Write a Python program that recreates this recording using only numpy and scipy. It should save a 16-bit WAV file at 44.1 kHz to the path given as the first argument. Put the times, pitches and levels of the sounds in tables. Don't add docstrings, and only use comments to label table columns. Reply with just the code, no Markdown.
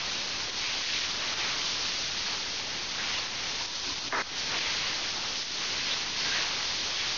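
import sys
import numpy as np
from scipy import signal
from scipy.fft import rfft, irfft, next_fast_len
from scipy.io import wavfile

SR = 44100
rng = np.random.default_rng(int(sys.argv[2]) if len(sys.argv) > 2 else 0)


def ratio_of_db(decibels):
    return 10 ** (np.asarray(decibels, float) / 20)


def to_wav(s):
    ch = np.atleast_2d(s).T
    pcm = np.round(np.clip(ch, -1, 1) * 32767)
    wavfile.write(sys.argv[1], SR, pcm.astype(np.int16))


N = 316318

# frequency in Hz, level in dB per Hz.
SPRAY_TONE = [(1300, -24), (2200, -18), (3200, -4), (4400, 0), (5200, -2.5), (6200, -5), (7600, 3)]
SPLASH_TONE = [(900, -32), (1500, -9.5), (2000, -3), (2800, -2.5), (3500, -5), (5000, -15.5)]
SLAP_TONE = [(350, -19), (600, -7.5), (900, -1), (1300, -2), (1700, -3.5), (2600, -27)]
WASH_TONE = [(15, 0), (40, -5), (90, 0), (160, -2.5), (300, -1.5), (550, -3), (800, -10), (1400, -31.5)]
HISS_TONE = [(20, -4.5), (1000, -10.5), (4000, -1), (6000, 0), (8000, 2.5)]
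# time in seconds, spray level in dB.
FLOW = [(0.0, -38), (0.12, -33), (0.24, -35.5), (0.98, -33), (1.18, -35.5), (1.86, -32.5), (2.79, -37.5),
        (3.17, -34), (3.22, -36.5), (3.99, -34), (4.27, -38), (4.43, -34.5), (5.51, -34.5), (5.89, -34),
        (6.13, -36), (6.19, -33.5), (6.25, -34), (7.17, -33)]
# peak in seconds,
# length in seconds, splash rise in dB, slap rise in dB.
GUSHES = [(0.0, .15, 4.5, 2), (0.664, 0.37, 3.5, -2), (0.858, 0.12, 2, -4.5), (0.927, 0.44, 3.5, -1),
          (1.2, 0.27, 0.8, 3), (1.429, 0.56, 4.5, 3), (2.304, 0.23, 2.5, 0.2), (2.77, 0.41, 0.2, 1),
          (3.117, .5, 4.5, 1), (3.46, .35, 2.5, 1.5), (3.764, 0.36, -6.5, -5), (4.021, 0.19, -3.5, -2),
          (4.591, 0.47, 5.5, 2.5), (4.846, .5, 5, 1), (5.08, 0.19, 2, 1), (5.458, 0.32, -2, -3.5),
          (5.656, .2, 1, -0.1), (5.9, 0.73, 3.5, 1), (6.362, 0.59, 6, 3.5), (7.02, 0.28, 2.5, -0.6)]
# start in seconds, end in seconds, level in dB, pitch in Hz, width in Hz.
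SPLATS = [(.08, .16, -42, 3670, 1190), (.6, .73, -41.5, 2300, 900), (1.375, 1.5, -41.5, 1900, 1100),
          (1.58, 1.7, -42.5, 3100, 600), (2.24, 2.37, -40.5, 4410, 796), (2.97, 3.06, -42.5, 1690, 500),
          (3.12, 3.22, -41.5, 2790, 804), (4.50, 4.59, -43, 600, 708), (5.90, 5.95, -35.5, 3480, 1190),
          (6.172, 6.215, -34.5, 4660, 1186), (6.2, 6.28, -39.5, 4880, 898),
          (6.24, 6.345, -41.5, 1600, 70.5), (6.30, 6.43, -38.5, 1685, 506)]
# time in seconds, depth in dB, recovery in seconds.
DUCKS = [(.502, 5, 0.063), (.82, 1.5, 0.11), (1.34, 5.5, 0.042), (3.27, 3.5, .08), (3.66, 5, 0.071),
         (3.94, 5, 0.03), (3.989, 2.5, 0.15), (4.087, 5, 0.12), (4.221, 6, 0.15), (4.497, 1, .03),
         (4.59, 3.5, 0.024), (5.43, 4, 0.12), (6.435, 1, 0.083)]
# start in seconds, end in seconds, level in dB, pitch in Hz, width in Hz.
CREAKS = [
    (3.603, 3.63, -36, 956, 50.4),
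    (3.63, 3.90, -53, 975, 41),
    (3.817, 3.94, -48.5, 280.5, 70.6),
    (3.89, 3.94, -44.5, 1035, 81),
    (4.054, 4.092, -52, 287, 60.6),
    (4.068, 4.088, -38.5, 3500, 1450),
]
# start in seconds, end in seconds, level in dB.
RUBS = [
    (4.125, 4.221, -30),
    (4.496, 4.579, -42.5),
]
# pitch in Hz, width in Hz, level in dB.
CASE_RINGS = [(276, 180, -14.5), (397, 120, -9.5), (694, 280, -11.5), (970, 91, -4.5), (1286, 170, -5),
              (1780, 130, -4.5), (2060, 200, -9), (2520, 97, -16.5)]
# time in seconds, level in dB, pitch in Hz, width in Hz.
SNAP = (4.1250, -20, 1750, 900)
# frequency in Hz, level in dB.
MICROPHONE_TONE = [(10, -1.5), (6000, 0), (6400, -4.5), (6800, -14.5), (7100, -28), (7450, -46.5),
                   (7700, -57)]

MEAN_FLOW_DB = -35
SPLASH_DB, SPLASH_FOLLOWS = -41, 0.74
SLAP_DB, SLAP_FOLLOWS = -45, 0.24
WASH_DB, WASH_FOLLOWS = -48.5, 0.16
SPRAY_GAINS, WASH_GAINS = 0.14, 0.55
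ROOM_T60_S, ROOM_DB = 0.52, 1
HISS_DB = -41.5
CASE_TOP_HZ = 2550
OFFSET = -0.0033


def rms_one(x):
    return x / np.sqrt(np.mean(x ** 2) + 1e-20)


def colour(x, spectrum):
    hz, level_db = np.transpose(spectrum)
    size = next_fast_len(N)
    log_hz = np.log(np.fft.rfftfreq(size, 1 / SR) + 1)
    gain = ratio_of_db(np.interp(log_hz, np.log(hz), level_db, left=-90, right=-90))
    return rms_one(irfft(rfft(x, size) * gain, size)[:N])


def noise():
    return rng.standard_normal(N)


def drift(rate):
    r = np.exp(-80 * np.pi * rate / SR)
    slow = signal.lfilter([1], [1, -2 * r, r * r], rng.standard_normal(N // 40 + 2002))[2000:]
    return np.interp(np.arange(N) / 40, np.arange(len(slow)), rms_one(slow))


def resonance(x, hz, width_hz):
    r = np.exp(-np.pi * width_hz / SR)
    top = np.array([1, 0, -1]) * (1 - r * r) / 2
    bottom = [1, -2 * r * np.cos(2 * np.pi * hz / SR), r * r]
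    return signal.lfilter(top, bottom, x + 1e-18)


def double_resonance(x, hz, width_hz):
    return resonance(resonance(x, hz, width_hz), hz, width_hz)


def clicks(per_s, spread_db):
    sizes = ratio_of_db(spread_db * np.minimum(rng.exponential(1, N), 4))
    signs = rng.choice([-1, 1], N)
    return sizes * signs * (rng.random(N) < per_s / SR)


def gate(start_s, end_s, edge_s):
    t = np.arange(N) / SR
    return np.clip(np.minimum(t - start_s, end_s - t) / edge_s, 0, 1)


def bursts(rows):
    source = noise()
    total = np.zeros(N)
    for start_s, end_s, db, hz, width_hz in rows:
        burst = rms_one(double_resonance(source, hz, width_hz))
        total += ratio_of_db(db) * gate(start_s, end_s, (end_s - start_s) / 4) * burst
    return total


def drops(spectrum, per_s, sharpness, clump_db, patchy_db):
    hits = clicks(per_s * ratio_of_db(clump_db * drift(14)), spread_db=1.5)
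    size_classes = 10
    size_class = rng.integers(0, size_classes, N)
    rings = np.zeros(N)
    for k, hz in enumerate(np.geomspace(spectrum[0][0], spectrum[-1][0], size_classes)):
        ring = rms_one(resonance(hits * (size_class == k), hz, hz / sharpness))
        rings += ring * np.sqrt(hz) * ratio_of_db(patchy_db * drift(1.7))
    return colour(rings, spectrum)


def tiled_room(x, spectrum):
    r = ratio_of_db(-120 / (ROOM_T60_S * SR))
    power = signal.lfilter([1 - r], [1, -r], x ** 2, zi=[r])[0]
    return rms_one(x + ratio_of_db(ROOM_DB) * np.sqrt(power) * colour(noise(), spectrum))


def gushes():
    peak_s, length_s, splash_rise, slap_rise = np.transpose(GUSHES)[..., None]
    phase = np.clip((np.arange(N) / SR - peak_s) / length_s, -0.5, 0.5)
    hump = np.cos(np.pi * phase) ** 2
    return (splash_rise * hump).sum(axis=0), (slap_rise * hump).sum(axis=0)


def shower():
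    flow_db = np.interp(np.arange(N) / SR, *np.transpose(FLOW))
    swing = flow_db - MEAN_FLOW_DB
    splash_rise, slap_rise = gushes()
    spray_db = flow_db + SPRAY_GAINS * splash_rise
    splash_db = SPLASH_DB + SPLASH_FOLLOWS * swing + splash_rise
    slap_db = SLAP_DB + SLAP_FOLLOWS * swing + slap_rise
    wash_db = WASH_DB + WASH_FOLLOWS * swing + WASH_GAINS * slap_rise

    spray = drops(SPRAY_TONE, per_s=9000, sharpness=4.8, clump_db=1.5, patchy_db=0.0)
    splash = drops(SPLASH_TONE, per_s=3000, sharpness=2.8, clump_db=1.5, patchy_db=0.2)
    slap = drops(SLAP_TONE, per_s=1500, sharpness=3.1, clump_db=2.5, patchy_db=1.46)

    water = ratio_of_db(spray_db) * tiled_room(spray, SPRAY_TONE)
    water += ratio_of_db(splash_db) * tiled_room(splash, SPLASH_TONE)
    water += ratio_of_db(slap_db) * tiled_room(slap, SLAP_TONE)
    return water + ratio_of_db(wash_db) * colour(noise(), WASH_TONE)


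def steady_hiss():
    return ratio_of_db(HISS_DB) * colour(noise(), HISS_TONE)


def splats():
    return bursts(SPLATS)


def gain_control(water):
    t = np.arange(N) / SR
    duck_db = np.zeros(N)
    for start_s, depth_db, recovery_s in DUCKS:
        fall = np.clip((t - start_s) / 0.004, 0, 1)
        recovery = np.clip(1 - (t - start_s) / recovery_s, 0, 1)
        duck_db += depth_db * fall * recovery
    return water * ratio_of_db(-duck_db)


def creaks():
    return bursts(CREAKS)


def snap():
    start_s, db, hz, width_hz = SNAP
    ring = double_resonance(np.arange(N) == round(start_s * SR), hz, width_hz)
    return ratio_of_db(db) * ring / np.abs(ring).max()


def finger_rubs():
    slips = clicks(12000, spread_db=1.5)
    body = np.zeros(N)
    for k, (hz, width_hz, db) in enumerate(CASE_RINGS):
        body += ratio_of_db(db) * (-1) ** k * resonance(slips, hz, width_hz)
    low_pass = signal.butter(6, CASE_TOP_HZ, fs=SR, output="sos")
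    body = rms_one(signal.sosfilt(low_pass, body))
    return body * sum(ratio_of_db(db) * gate(start_s, end_s, 0.0013) for start_s, end_s, db in RUBS)


def scene():
    water = shower() + steady_hiss() + splats()
    handling = creaks() + snap() + finger_rubs()
    mono = gain_control(water) + handling
    return np.array([mono, mono])


def roll_off(x):
    return signal.sosfilt(signal.butter(12, 7450, fs=SR, output="sos"), x)


def record(dry):
    narrow = colour(dry[0], MICROPHONE_TONE) * np.std(dry[0])
    return roll_off(np.array([narrow, narrow]) + OFFSET)


dry = scene()
out = record(dry)
to_wav(out)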